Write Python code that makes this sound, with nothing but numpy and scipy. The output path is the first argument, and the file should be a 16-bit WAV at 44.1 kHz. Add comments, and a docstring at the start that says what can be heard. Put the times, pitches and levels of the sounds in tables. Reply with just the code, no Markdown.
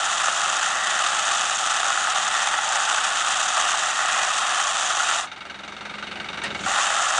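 """Stretch film rips off a bale wrapper's roll in thousands of tiny slips a second, which crackle at
the peel line and rasp on the taut sheet. A four-cylinder diesel tractor idles in front, in an open field.
The turntable brakes to a stop, the hydraulic pump's hum swells, and the engine's knock comes forward
as the recorder's gain control recovers. Then a valve clacks and the film tears on."""
import sys
import numpy as np
from scipy import signal
from scipy.fft import rfft, irfft
from scipy.io import wavfile
from scipy.ndimage import uniform_filter1d

SR = 44100
rng = np.random.default_rng(int(sys.argv[2]) if len(sys.argv) > 2 else 0)


def master_out(mix):
    """Clip the mix to full scale and print it as 16-bit PCM to the path in sys.argv[1]."""
    frames = np.transpose(np.atleast_2d(mix))
    ceiling = np.clip(frames, -1, 1)
    pcm = np.round(ceiling * 32767).astype(np.int16)
    wavfile.write(sys.argv[1], SR, pcm)


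N = 317066
TIME = np.arange(N) / SR
STOP_S, START_S = 5.282, 6.659  # the turntable rests between these moments


def from_db(db):
    """Decibels to amplitude."""
    return 10 ** (np.asarray(db) / 20)


def rms_one(x):
    """The signal scaled to an rms of 1."""
    return x / np.sqrt(np.mean(x ** 2) + 1e-20)


def ramp(age, length_s):
    """Straight rise from 0 to 1."""
    return np.clip(age / length_s, 0, 1)


def swell(s, half_s):
    """Smooth bump of height 1 around a moment."""
    return np.exp(-((TIME - s) / half_s) ** 2)


def burst(age, rise_s, decay_s):
    """Envelope that swells quickly and dies away."""
    age = np.maximum(age, 0)
    return (1 - np.exp(-age / rise_s)) * np.exp(-np.minimum(age / decay_s, 50))


def drift(hz):
    """Smooth random wander of rms 1, mostly slower than hz."""
    hop, settle = 40, 2000
    r = np.exp(-2 * np.pi * hz * hop / SR)
    slow = signal.lfilter([1], [1, -2 * r, r * r], rng.standard_normal(N // hop + settle + 2))[settle:]
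    return np.interp(np.arange(N) / hop, np.arange(len(slow)), rms_one(slow))


def clicks(per_s, spread_db):
    """Random train of tiny impulses of uneven size; rms 1."""
    sizes = from_db(spread_db * np.clip(rng.standard_normal(N), -2, 2)) * rng.choice([-1, 1], N)
    return rms_one(sizes * (rng.random(N) < per_s / SR))


def colour(x, spectrum, size=4096):
    """Minimum-phase EQ of unit power gain, falling steeply beyond the spectrum's ends."""
    hz, db = np.transpose(spectrum)
    octave = np.log2(np.maximum(np.fft.rfftfreq(size, 1 / SR), 1))
    knots = np.log2(hz)
    outside = np.abs(octave - np.clip(octave, knots[0], knots[-1]))
    curve_db = np.interp(octave, knots, db) - 60 * np.minimum(outside, 1)
    cepstrum = irfft(np.log(from_db(curve_db)))
    cepstrum[1:size // 2] *= 2  # folded, so nothing rings ahead of a click
    cepstrum[size // 2 + 1:] = 0
    response = irfft(np.exp(rfft(cepstrum)))
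    return signal.fftconvolve(x, response / np.linalg.norm(response))[:N]


def resonance(x, hz, width):
    """Two-pole band-pass with gain 1 at its peak; width in Hz."""
    r = np.exp(-np.pi * width / SR)
    poles = [1, -2 * r * np.cos(2 * np.pi * hz / SR), r * r]
    return signal.lfilter(np.array([1, 0, -1]) * (1 - r * r) / 2, poles, x)


def tone(cycles, db):
    """Sine at an rms level in dB."""
    return from_db(db) * np.sqrt(2) * np.sin(2 * np.pi * cycles)


def pump_hum(firings):
    """The hydraulic pump hums at nine times the firing rate, loudest while the turntable rests."""
    work_db, rest_db = -69, -57.5
    resting = ramp(TIME - 5.44, length_s=0.15) - ramp(TIME - START_S, length_s=0.27)
    return tone(9 * firings, work_db + (rest_db - work_db) * resting + 2.2 * drift(9))


def exhaust_drone(firings):
    """Exhaust and belt-driven fan hold low tones that follow the engine's speed."""
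    # The drone's partials. Each row: multiple of the firing rate, level in dB.
    partials = [(2, -73.5), (3.08, -71), (4, -69.5), (5, -73), (6, -72.5), (7, -71), (8, -67.5), (18, -72)]
    return sum(tone(order * firings + rng.random(), db + 1.3 * drift(3)) for order, db in partials)


def engine_rumble(age):
    """A bed of low noise that throbs just after each firing."""
    # The rumble's colour. Each row: frequency in Hz, relative level in dB.
    rumble_eq = [(35, -41), (60, -15), (155, -9.5), (204, -3.5), (236, -6), (407, -6), (579, -25.5),
                 (841, -11.5), (900, -5), (1170, -38), (1980, -120)]
    throb = rms_one(1 + 1.1 * burst(age - 0.008, rise_s=0.004, decay_s=0.02))
    rumble = colour(rng.standard_normal(N), rumble_eq) * throb
    return from_db(-54) * signal.sosfilt(signal.butter(2, 70, "high", fs=SR, output="sos"), rumble)


def diesel_knock(firings, age):
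    """Every firing knocks on the block, and the valve gear clatters after it."""
    # The accent of each cylinder in dB, in firing order.
    cylinder_db = [2.5, -0.5, -0.2, 0]
    # The colour of knock and clatter. Each row: frequency in Hz, relative level in dB.
    knock_eq = [(260, -28.5), (450, -14), (585, -8), (903, -5), (1040, -11.5), (1220, -6), (1530, -3.5),
                (1760, -8.5), (2240, -4), (2420, -9.5), (3780, -14.5), (5180, -23.5), (6070, -25),
                (9240, -31), (10400, -43.5), (13500, -86), (22000, -120)]
    # The ring of the engine block. Each row: frequency in Hz, width in Hz, relative level in dB.
    block_modes = [(1240, 78, -4.5), (1340, 70, -1.5), (1550, 82, -7), (2245, 61, -7), (2860, 220, -1),
                   (3730, 170, 4), (4400, 390, -2.5), (5900, 440, -1.5)]
    cylinder = np.floor(firings).astype(int) % len(cylinder_db)
    strength = from_db(np.array(cylinder_db)[cylinder] + 0.82 * drift(8.9))
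    blows = strength * burst(age, rise_s=0.00091, decay_s=0.015)
    knock = colour(blows * clicks(per_s=20000, spread_db=1.5), knock_eq)
    # no two blows excite the block's modes alike
    ring = sum(from_db(db + 2 * drift(9.2)) * resonance(knock, hz, width)
               for hz, width, db in block_modes)
    gear_pulse = rms_one(0.54 + burst(age - 0.013, rise_s=0.0015, decay_s=0.014))
    clatter = colour(gear_pulse * clicks(per_s=6000, spread_db=2), knock_eq)
    return from_db(-40) * rms_one(0.38 * knock + ring) + from_db(-44) * clatter


def tractor():
    """The idling diesel: knock, rumble, exhaust and pump all keep time with its firings."""
    # The slightly uneven idle. Each row: time in seconds, firings per second.
    idle_speed = [(0, 22.8), (5.1, 22.6), (5.3, 21.9), (5.6, 22.05), (5.68, 23.0), (6.55, 23.0),
                  (6.61, 22.1), (7.19, 22.6)]
    first_cylinder_s = 5.677  # a moment at which the first cylinder fires
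    firing_hz = np.interp(TIME, *np.transpose(idle_speed))
    firings = np.cumsum(firing_hz) / SR
    firings -= np.interp(first_cylinder_s, TIME, firings)
    age = firings % 1 / firing_hz  # seconds since the last firing
    return diesel_knock(firings, age) + engine_rumble(age) + exhaust_drone(firings) + pump_hum(firings)


def valve_clack(at_s):
    """The hydraulic valve opens with a spit, a short rush and a metal ring."""
    # The colour of the rush. Each row: frequency in Hz, relative level in dB.
    rush_eq = [(400, -16), (700, -2), (1300, -2), (1900, 2), (2600, 2), (3900, -4), (5000, -9), (8500, -25),
               (10000, -36)]
    # The valve's ring. Each row: frequency in Hz, level in dB, seconds to fade by 60 dB.
    valve_modes = [(563, -46, 0.66), (690, -41, 0.33), (1860, -25.5, .08)]
    age = np.maximum(TIME - at_s, 0)
    spit = burst(age, rise_s=0.0005, decay_s=0.01) * rng.standard_normal(N)
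    spit = resonance(resonance(spit, hz=7600, width=2700), hz=7600, width=2700)
    rush = colour(burst(age, rise_s=0.0057, decay_s=0.028) * rng.standard_normal(N), rush_eq)
    ring = sum(from_db(db) * burst(age, 0.0068, t60 / np.log(1000)) * np.sin(2 * np.pi * hz * age)
               for hz, db, t60 in valve_modes)
    return from_db(-28.5) * spit + from_db(-27.5) * rush + ring


def turntable_speed():
    """Share of full speed: the turntable brakes, rests, jerks off at part speed and runs up."""
    jerk_speed = 0.51
    run_up = jerk_speed + (1 - jerk_speed) * ramp(TIME - START_S, length_s=0.13)
    return ramp(STOP_S - TIME, length_s=0.084) + (TIME > START_S) * run_up


def film_gains():
    """Gains of rasp and crackle: both ride the film's speed and the pull on it."""
    # The pull sways as bale and roll turn.
    # Each row: rate in Hz, first crest in seconds, rasp swing in dB, crackle swing in dB.
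    sways = [(1.17, 0.32, 0.23, -0.1), (2.2, 0.046, 0.33, 0.18)]
    # The film briefly slackens or tightens.
    # Each row: centre in seconds, half length in seconds, rasp change in dB, crackle change in dB.
    tugs = [(0.768, 0.08, -0.5, -3.5), (1.04, 0.13, 0.8, 0), (2.02, 0.17, -0.5, -1.5),
            (2.574, 0.11, -1, -2.5), (3.582, 0.025, 2.5, 0.5), (4.0, 0.094, -0.5, -1.3),
            (4.198, .08, 1.9, 0), (4.44, .07, 1, -0.2), (6.786, 0.022, 4, 2)]
    pulls = [(np.cos(2 * np.pi * hz * (TIME - s)), rasp, crackle) for hz, s, rasp, crackle in sways]
    pulls += [(swell(s, half_s), rasp, crackle) for s, half_s, rasp, crackle in tugs]
    rasp_db = -25 + sum(db * pull for pull, db, _ in pulls)
    rasp_db += 1.2 * (TIME > START_S)  # the sheet is tighter after the rest
    crackle_db = -26.5 + sum(db * pull for pull, _, db in pulls)
    speed = turntable_speed()
    # the film rustles as it is drawn taut before the start
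    take_up = (TIME <= START_S) * np.exp(-np.abs(TIME - START_S) / 0.057)
    return (from_db(rasp_db) * speed + from_db(-44) * take_up,
            from_db(crackle_db) * speed ** 1.62 + from_db(-39.5) * take_up)


def film_rips():
    """The film sticks, then lets go in a dense burst of slips."""
    # The louder rips. Each row: start in seconds, relative level in dB.
    rips = [(0.112, -9), (0.282, -1), (0.327, -14), (2.07, -4), (2.098, -5.5), (2.199, -9), (2.472, -3),
            (2.538, -0.5), (2.586, -5.5), (3.989, -5), (4.249, -8), (6.661, -12.5), (6.785, -3),
            (7.181, -1)]
    envelope = sum(from_db(db) * burst(TIME - s, rise_s=0.00056, decay_s=0.0028) for s, db in rips)
    return envelope * clicks(per_s=9000, spread_db=1.5)


def sheet_singing(peel):
    """The taut sheet sings as a shoulder of the bale swings past, every quarter turn until the stop."""
    # Other notes the sheet sings in passing.
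    # Each row: centre in seconds, half length in seconds, pitch in Hz, width in Hz, boost in dB.
    passing_notes = [(2.0, 0.14, 1380, 199, 4), (2.65, 0.47, 880, 50, 5.5), (2.95, 0.21, 1520, 99, 5),
                     (3.6, 0.079, 3740, 100, 4), (4.18, 0.091, 2440, 110, 5)]
    first_shoulder_s, quarter_turn_s = 0.82, 1.61
    shoulder_notes = [(s, 0.2, 1900, 160, 7) for s in np.arange(first_shoulder_s, STOP_S, quarter_turn_s)]
    return sum((from_db(db) - 1) * swell(s, half_s) * resonance(peel, hz, width)
               for s, half_s, hz, width, db in shoulder_notes + passing_notes)


def stretch_film():
    """Slips at the peel line crackle by themselves and drum on the taut sheet."""
    # The colours of the sheet's midrange rasp, the peel line's bright crackle and the sheet's low
    # flutter. Each row: frequency in Hz, relative level in dB.
    rasp_eq = [(250, -58.5), (430, -30), (553, -17), (634, -10), (770, -2), (956, -11), (1110, -4),
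               (1260, 1), (1380, -1), (1580, -7), (1740, -5), (1920, -8), (2140, -19.5), (2400, -21),
               (3120, -55.5), (5280, -120)]
    crackle_eq = [(1240, -31.5), (2100, -5.5), (2290, -12), (2550, 0.5), (3140, 1.5), (3710, 0.5),
                  (4130, -7.5), (4500, -6.5), (5120, -8), (6380, -1.5), (7200, -1.5), (9410, -12),
                  (10100, -19.5), (10400, -59), (13500, -61.5), (22000, -120)]
    flutter_eq = [(15, 7), (50, 3), (130, -11.5), (250, -7), (370, 9), (500, -6.5), (700, -10)]
    rasp_gain, crackle_gain = film_gains()
    shared_slips = clicks(per_s=1900, spread_db=3.5)
    tack = rms_one(from_db(0.98 * drift(130) + 0.22 * drift(23)))  # the cling is patchy along the film
    sheet_slips = rms_one(shared_slips + from_db(-0.5) * clicks(per_s=4000, spread_db=4)) * tack
    edge_slips = rms_one(shared_slips + from_db(-3.5) * clicks(per_s=7000, spread_db=1)) * tack
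    rips = film_rips()
    rasp = colour(rasp_gain * sheet_slips + from_db(-9) * rips, rasp_eq)
    rasp += 0.2 * drift(64) * resonance(rasp, hz=1360, width=440)  # the sheet's main resonance throbs
    crackle = colour(crackle_gain * edge_slips + from_db(-17) * rips, crackle_eq)
    crackle += 0.36 * drift(90) * resonance(crackle, hz=6340, width=2100)  # some slips are brighter
    flutter = from_db(-31.5) * rasp_gain * colour(sheet_slips, flutter_eq)
    peel = rasp + crackle + flutter
    film = peel + sheet_singing(peel)
    ground_echo = 0.067 * np.interp(TIME - 0.0035, TIME, film, left=0)
    return film + ground_echo


def scene():
    """Tractor and wrapper stand straight ahead, with no walls near them."""
    return np.tile(stretch_film() + tractor() + valve_clack(at_s=6.436), (2, 1))


def gain_lift(x, threshold_db, release_db_per_s, attack_s, hop=220):
    """Gain in dB that creeps up while the sound is quiet and falls back once it is loud."""
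    power = np.abs(uniform_filter1d(x * x, 4 * hop)[::hop])
    level_db = 10 * np.log10(power + 1e-12)
    step_s, lift = hop / SR, [0.]
    for db in level_db[1:]:
        loud = np.clip((db - threshold_db) / 2, 0, 1)
        lift.append(lift[-1] * np.exp(-loud * step_s / attack_s) + (1 - loud) * release_db_per_s * step_s)
    return np.interp(TIME, np.arange(len(lift)) * step_s, lift)


def record(dry):
    """Mono recorder: gain control that works harder on the bass, then a steep top cut."""
    crossover_hz, top_cut_hz = 480, 10100
    mono = dry.mean(axis=0)
    bass = signal.sosfiltfilt(signal.butter(2, crossover_hz, fs=SR, output="sos"), mono)
    bass_lift = gain_lift(mono, threshold_db=-31.5, release_db_per_s=10, attack_s=0.078)
    top_lift = gain_lift(mono, threshold_db=-33.5, release_db_per_s=5.5, attack_s=0.069)
    levelled = bass * from_db(bass_lift) + (mono - bass) * from_db(top_lift)
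    top_cut = signal.ellip(12, 0.1, 90, top_cut_hz, fs=SR, output="sos")
    return np.tile(signal.sosfilt(top_cut, levelled), (2, 1))


dry = scene()
out = record(dry)
master_out(out)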